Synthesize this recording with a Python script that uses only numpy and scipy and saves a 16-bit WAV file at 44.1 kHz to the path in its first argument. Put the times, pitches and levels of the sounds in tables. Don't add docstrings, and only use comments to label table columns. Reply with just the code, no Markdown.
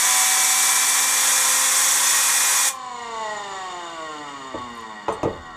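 import sys
import numpy as np
from scipy import signal
from scipy.fft import rfft, irfft, next_fast_len
from scipy.io import wavfile
from scipy.ndimage import uniform_filter1d, map_coordinates

SR = 44100
rng = np.random.default_rng(int(sys.argv[2]) if len(sys.argv) > 2 else 0)


def digitize_waveform(pressure):
    field = np.atleast_2d(pressure).T
    bounded = np.clip(field, -1, 1)
    quanta = np.round(bounded * 32767).astype(np.int16)
    wavfile.write(sys.argv[1], SR, quanta)


def elevation(decibels):
    levels = np.asarray(decibels, float)
    return 10 ** (levels / 20)


N = 245195

BALLS = 3.62
BLADES = 33

# [f/Hz, level/dB per Hz]
RUMBLE = [(12, -36), (20, -18), (87, -7), (206, 0), (296, -9), (362, -1.5), (500, 1), (650, -15),
          (1100, -120)]
# [t/s, bench level/dB, hard part level/dB, click level/dB, time to fall 60 dB/s]
KNOCKS = [
    (4.542, -16.5, -6.5, -45, 0.13),
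    (4.553, -23, -8, -53, 0.065),
    (4.578, -26, -2, -45, 0.2),
    (5.082, -15, 5, -20, 0.14),
    (5.089, -26.5, 14, -14, 0.082),
    (5.1, -26, 9.5, -30.5, 0.43),
    (5.125, -40, 17, -33, .1),
    (5.231, -4, -9, -23.5, 0.29),
    (5.254, -12.5, -21, -34, 0.21),
    (5.28, -25, -6, -36, 0.36),
]
# [f/Hz, width/Hz, level/dB]
BENCH = [(45, 28, -28), (96, 31, -5), (197, 20, -1.5), (303, 55, -1.5), (357, 49, 0), (449, 24, 4),
         (545, 64, -0.5)]
# [f/Hz, width/Hz, level/dB]
HARD_PART = [(450.5, 23, 6.5), (675, 49, -10), (730, 33, -11), (920, 156, -0.5), (1126, 89, -2.5),
             (1222, 84, -5), (1940, 240, -15), (2900, 1400, -19.5)]
# [t/s, level/dB, share of the upper modes/0-1]
CLINKS = [
    (5.085, -49, 0),
    (5.1, -46, 0.5),
    (5.121, -39, 0.86),
]
# [f/Hz, level/dB, time to fall 60 dB/s]
COUPLING = [(6180, -1.5, .2), (7000, -13, .2), (7391, -8, .2), (8160, -2, .3), (8425, -8, .3),
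            (9868, -12, .3), (11010, -26, .2), (12000, -30, .2), (12900, -22, .4)]
# [t/s, peak level/dB]
TICKS = [
    (4.7032, -50),
    (4.7521, -43),
    (4.774, -42),
    (4.8085, -44),
]

# [f/Hz, width/Hz, level/dB]
PRESSED_CASING = [(262, 20, -48), (522, 18, -42), (499, 10, -46), (752, 24, -31), (990, 30, -29),
                  (2310, 220, -30.5), (2428, 30, -33), (4700, 700, -38)]
# [f/Hz, width/Hz, level/dB]
DISC = [(145, 20, -10.2), (198, 14, -11.8), (241, 38, -8.6), (303, 31, -11.0), (353, 29, -13.9),
        (396, 14, -11.6), (461, 20, -8.1), (522, 22, -16.9), (641, 30, -5.5), (740, 25, -3.2),
        (874, 35, 1.0), (980, 60, -1.0), (1106, 72, 3.1), (1304, 35, -7.1), (1347, 61, -7.0),
        (1560, 43, -17.7), (1716, 50, -19.7), (1902, 28, -0.1), (2112, 139, -14.0), (2386, 13, -23.1),
        (2824, 92, -12.6), (3189, 45, -24.6), (3589, 67, -17.8), (4427, 132, -21.5)]
# [f/Hz, width/Hz, level/dB]
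CASING = [(2350, 60, -18), (2865, 60, -8), (3650, 70, -9), (4345, 110, -16), (4830, 200, -26),
          (6830, 40, -15), (6985, 45, -10), (7650, 60, -18), (8075, 60, -19), (9400, 50, -38),
          (11030, 60, -25), (12700, 25, -46), (13650, 490, -42)]
# [f/Hz, level/dB per Hz]
ROLLING = [(60, -5), (300, -1), (1000, -2), (1900, 3), (4000, 8), (7000, 5), (11000, -5), (15000, 0)]
# [f/Hz, level/dB per Hz]
GRIT = [(350, -16.5), (900, -15), (2500, -16.5), (6000, -19.5), (8200, -19), (9800, -42), (11700, -65),
        (15500, -49)]
BALL_DB = [-11.5, 1.5, 0, -.5, -5.5, -8, -7.5, -9.5, -4.5, -10, -14, -11, -10, -10, -10, -14, -6.5, -7.5,
           -11, -12, -11.5, -12, -9, -8]
BLADE_DB = [-10, -11, -20, -21, -18, -17.5, -6, -9, -24, -8.5, -12, -11.5, -11, -12.5, -6.5, -8.5, -8.5, -6,
            -9.5]
# [multiple of ball rate, multiple of shaft rate, level/dB, growth/dB per doubling of speed]
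STRAYS = [(-7, 33, -9, 2), (0, 16, -13, 12), (0, 24, -15.5, 13)]

# [multiple of the shaft rate, level/dB]
CHOPS = [(2, 9), (13, 1.5), (15, 2), (17, 2), (21, 2), (26, 2), (34, 3), (67, 7)]
# [f/Hz, level/dB per Hz]
HISS = [(2530, -39), (4300, -14.5), (4740, -15.5), (5080, -19.5), (5390, -5), (5750, -3), (7410, -2),
        (7990, 2.5), (9650, -3), (10700, -4), (11600, -8), (12900, -7.5), (15600, -18)]
# [f/Hz, level/dB per Hz]
ROAR = [(59, -72.5), (100, -51), (135, -27.5), (214, -44), (257, -32), (318, -16), (514, -16.5),
        (616, -10.5), (739, -10), (1030, -2.5), (1410, -3.5), (2350, -5), (2920, -11), (3500, -3.5),
        (5200, -14.5), (6760, -46), (11400, -120)]
# [f/Hz, width/Hz, level/dB]
PASSAGES = [(1010, 78, -3.5), (1936, 130, -2.5), (3376, 184, -4), (4920, 200, -12), (5840, 330, -1),
            (6780, 110, 3), (7120, 130, 0), (7940, 320, -9.5), (8330, 49, -11), (8960, 73, -6.5),
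            (9000, 51, -15.5), (9580, 35, -3.5), (10400, 37, -22.5), (10380, 48, -9.5), (10640, 67, -1),
            (12700, 120, -11)]
# [delay/s, level/dB]
ECHOES = [(.0011, -17), (.0023, -17), (.0037, -16), (.0052, -16), (.0071, -17), (.0096, -18), (.014, -19)]
# [t/s, from f/Hz, to f/Hz]
SPLITS = [(1.315, 9700, 11300), (1.78, 10200, 12000), (1.99, 8100, 10600), (2.06, 5000, 6500),
          (2.105, 5000, 12150)]


def unit(x):
    return x / np.sqrt(np.mean(x ** 2) + 1e-20)


def along(points, hz):
    f, db = np.transpose(points)
    return elevation(np.interp(np.log(hz + 1), np.log(f + 1), db))


def wobble(rate):
    knots = rng.standard_normal(int(N * rate / SR) + 4)
    return map_coordinates(knots, [np.arange(N) * rate / SR])


def filtered(x, response):
    m = next_fast_len(len(x) + SR // 4)
    return irfft(rfft(x, m) * response(np.fft.rfftfreq(m, 1 / SR)), m)[:len(x)]


def modes(table):
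    def response(f):
        total = 0
        for k, (center, width, db) in enumerate(table):
            damping = 1j * f * width
            total = total + (-1) ** k * elevation(db) * damping / (center * center - f * f + damping)
        return total
    return response


def patchy(patchy_db):
    z = signal.stft(rng.standard_normal(N + 512), nperseg=512)[2]
    field = uniform_filter1d(rng.standard_normal(z.shape), 8, 0)
    field = uniform_filter1d(field, 10, 1)
    return signal.istft(z * elevation(patchy_db * unit(field)), nperseg=512)[1][:N]


def tone(angle, db, unsteady_db, rate):
    level = elevation(db + unsteady_db * wobble(rate))
    return level * np.sin(angle + rng.uniform(0, 2 * np.pi))


def speed():
    t = np.arange(N) / SR
    start, gain_per_s, top, knee = 69, 2.15, 73.47, 0.12
    driven = -knee * np.logaddexp(-(start + gain_per_s * t) / knee, -top / knee)
    shut_s, drag_per_s, rub = 2.692, 0.2983, 16.57
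    coasting = (top + rub) * np.exp(-drag_per_s * (t - shut_s)) - rub
    return np.minimum(driven, coasting)


def valve():
    after = np.maximum(np.arange(N) / SR - 2.685, 0)
    pressure = elevation(-520 * after)
    tail = elevation(-45.5 - 130 * after) * (after > 0)
    return pressure, tail


def shop():
    t = np.arange(N) / SR
    boom_db, boom_t60_s = -35, 0.99
    fading = 0
    for start, db, *_ in KNOCKS:
        fading = fading + elevation(db + boom_db - 60 * np.abs(t - start) / boom_t60_s) * (t > start)
    boom = unit(filtered(rng.standard_normal(N), modes([(40, 16, -5.0), (91, 33, -4)])))
    rumble = unit(filtered(rng.standard_normal(N), lambda f: along(RUMBLE, f)))
    return elevation(-56.5) * rumble + fading * boom


def clinks():
    out, t = np.zeros(N + SR), np.arange(SR // 5) / SR
    held = (1 - np.exp(-(t / 0.0024) ** 2)) / (1 + (t / 0.035) ** 6)
    for start, db, upper in CLINKS:
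        share = np.clip(upper, 0, 1)
        ring = 0
        for hz, level, t60 in COUPLING:
            weight = share if hz > 7000 else 1.3 - share
            drift = np.cumsum(rng.normal(0, 0.04, len(t)))
            ring = ring + weight * elevation(level - 60 * t / t60) * np.sin(2 * np.pi * hz * t + drift)
        out[round(start * SR):][:len(t)] += elevation(db) * held * ring
    return out[:N]


def ticks():
    out, t = np.zeros(N + SR), np.arange(SR // 5) / SR
    wood = modes([(8700, 1200, 0), (12000, 3500, -5)])
    for start, db in TICKS:
        tick = rng.standard_normal(len(t)) * (elevation(-60 * t / 0.027) + 0.22 * elevation(-60 * t / 0.18))
        out[round(start * SR):][:len(t)] += elevation(db + 3.0) * filtered(tick, lambda f: np.abs(wood(f)) ** 2)
    return out[:N]


def scrape():
    late = np.arange(N) / SR - 4.83
    level_db = -52 + np.minimum(150 * late, -250 * late)
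    rasp = rng.standard_normal(N) * elevation(2.8 * wobble(150))
    wood = modes([(3400, 1500, 0), (6000, 3000, -8)])
    return elevation(level_db) * unit(filtered(rasp, lambda f: wood(f) / (1 + (f / 8000) ** 6)))


def knocks():
    out, t = np.zeros(N + SR), np.arange(SR // 3) / SR

    def soft(hz):
        return lambda f: 1 / (1 + 1j * f / hz) ** 3

    for start, db, hard_db, click_db, t60 in KNOCKS:
        blow = 1.45 * rng.standard_normal(len(t)) * elevation(-60 * t / t60)
        blow[0] = 24
        body = filtered(blow, modes(BENCH)) + elevation(hard_db) * filtered(blow, modes(HARD_PART))
        click = rng.standard_normal(len(t)) * elevation(-60 * t / 0.069)
        click = filtered(click, modes([(6500, 1400, 5.5), (3200, 1400, -11)]))
        spot = out[round(start * SR):][:len(t)]
        spot += elevation(db + 5.5) * filtered(body, soft(3100))
        spot += elevation(db + click_db) * filtered(click, soft(9400))
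    return out[:N]


def bearing_tones():
    rows = []
    for k, db in enumerate(BALL_DB):
        rows.append((k + 1, 0, db, 7.5 - 2.4 * np.log2(k + 1)))
    for k, db in enumerate(BLADE_DB):
        rows.append((k - 6, BLADES, db, 9.5))
    return rows + STRAYS


def bearing(turn):
    octaves = np.maximum(np.log2(speed() / 48), -1.2)
    grip = 1 / (1 + np.exp((np.arange(N) / SR - 3.02) / 0.14))
    shaft = 2 * np.pi * turn
    ball = BALLS * shaft + 0.07 * wobble(30)

    shake = 0
    for balls, turns, db, slope in bearing_tones():
        level_db = db + slope * octaves + 3 * grip * (turns == BLADES)
        shake = shake + tone(balls * ball + turns * shaft, level_db, unsteady_db=1.6, rate=24)
    sing_db = -28.5 + 6.5 * octaves - 11 * grip - 5 * valve()[0]

    swell_db = 2.5 * np.cos(ball) + 1.0 * np.cos(shaft) + 0.6 * wobble(25)
    rough = patchy(patchy_db=0.4) * elevation(swell_db)
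    low_body, high_body = modes(DISC[:19] + CASING[:5]), modes(CASING[5:])
    roll = unit(filtered(rough, lambda f: along(ROLLING, f) * low_body(f)))
    ring = unit(filtered(rough, lambda f: along(ROLLING, f) * high_body(f)))
    grit = unit(filtered(patchy(patchy_db=1.0), lambda f: along(GRIT, f)))
    noise = roll + elevation(-8 + 6.5 * octaves) * ring + elevation(-5.5 + 5.5 * octaves) * grit
    roll_db = -40.5 + 5.5 * octaves - 11 * grip
    return filtered(elevation(sing_db) * shake, modes(DISC)) + elevation(roll_db) * noise


def whistle(turn):
    tones = 0
    for order in [BLADES, 2 * BLADES, BALLS, 2 * BALLS, 3 * BALLS, 4 * BALLS]:
        tones = tones + tone(2 * np.pi * order * turn, 0, unsteady_db=1, rate=12)

    def casing(f):
        return sum(elevation(db) * modes([(hz, width, 0)])(f) ** 2 for hz, width, db in PRESSED_CASING)
    return filtered(valve()[0] * tones, casing)


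def chopping(turn):
    uneven_db = rng.normal(-3, 2.5, 200)
    uneven_db = uneven_db - 12 * (np.arange(200) > 36)
    for k, db in CHOPS:
        uneven_db[int(k)] = db
    pattern = irfft(elevation(uneven_db) * np.exp(2j * np.pi * rng.random(200)), 8192) * 4096
    return np.interp(turn % 1 * 8192, np.arange(8192), pattern, period=8192)


def jet(turn):
    pressure, tail = valve()
    chop = chopping(turn)
    air = patchy(patchy_db=0.35) + elevation(-27.5 + 1.9 * wobble(8.73)) * chop

    def passages(f):
        echoes = sum(elevation(db) * np.exp(-2j * np.pi * f * delay) for delay, db in ECHOES)
        return (0.7 + np.abs(modes(PASSAGES)(f))) * (1 + echoes)
    hiss = unit(filtered(air, lambda f: along(HISS, f) * passages(f)))
    roar = unit(filtered(air, lambda f: along(ROAR, f) * passages(f)))
    flutter = elevation(0.3 * wobble(8.37) + 0.37 * wobble(90))
    shut = np.clip((2.83 - np.arange(N) / SR) / 0.07, 0, 1)
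    hiss_db, roar_db, tail_roar_db = -19.5, -5.5, -13
    hiss_level = elevation(hiss_db) * pressure + tail
    roar_level = elevation(hiss_db + roar_db) * pressure + elevation(tail_roar_db) * tail
    return flutter * shut * (hiss_level * hiss + roar_level * roar)


def scene():
    turn = np.cumsum(speed()) / SR
    hose = clinks() + ticks() + scrape()
    mono = shop() + hose + knocks() + bearing(turn) + whistle(turn) + jet(turn)
    t, noise = np.arange(N) / SR, rng.standard_normal(N)
    apart = 0
    for middle, low, high in SPLITS:
        burst = noise * (np.abs(t - middle) < 0.014)
        apart = apart + elevation(-21) * filtered(burst, lambda f: (f > low) * (f < high))
    return np.array([mono + apart, mono - apart])


def low_pass(x):
    return signal.sosfilt(signal.butter(12, 15750, fs=SR, output="sos"), x)


def record(dry):
    mix = np.array([filtered(x, lambda f: f < 15290) for x in dry])
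    return low_pass(mix)


dry = scene()
out = record(dry)
digitize_waveform(out)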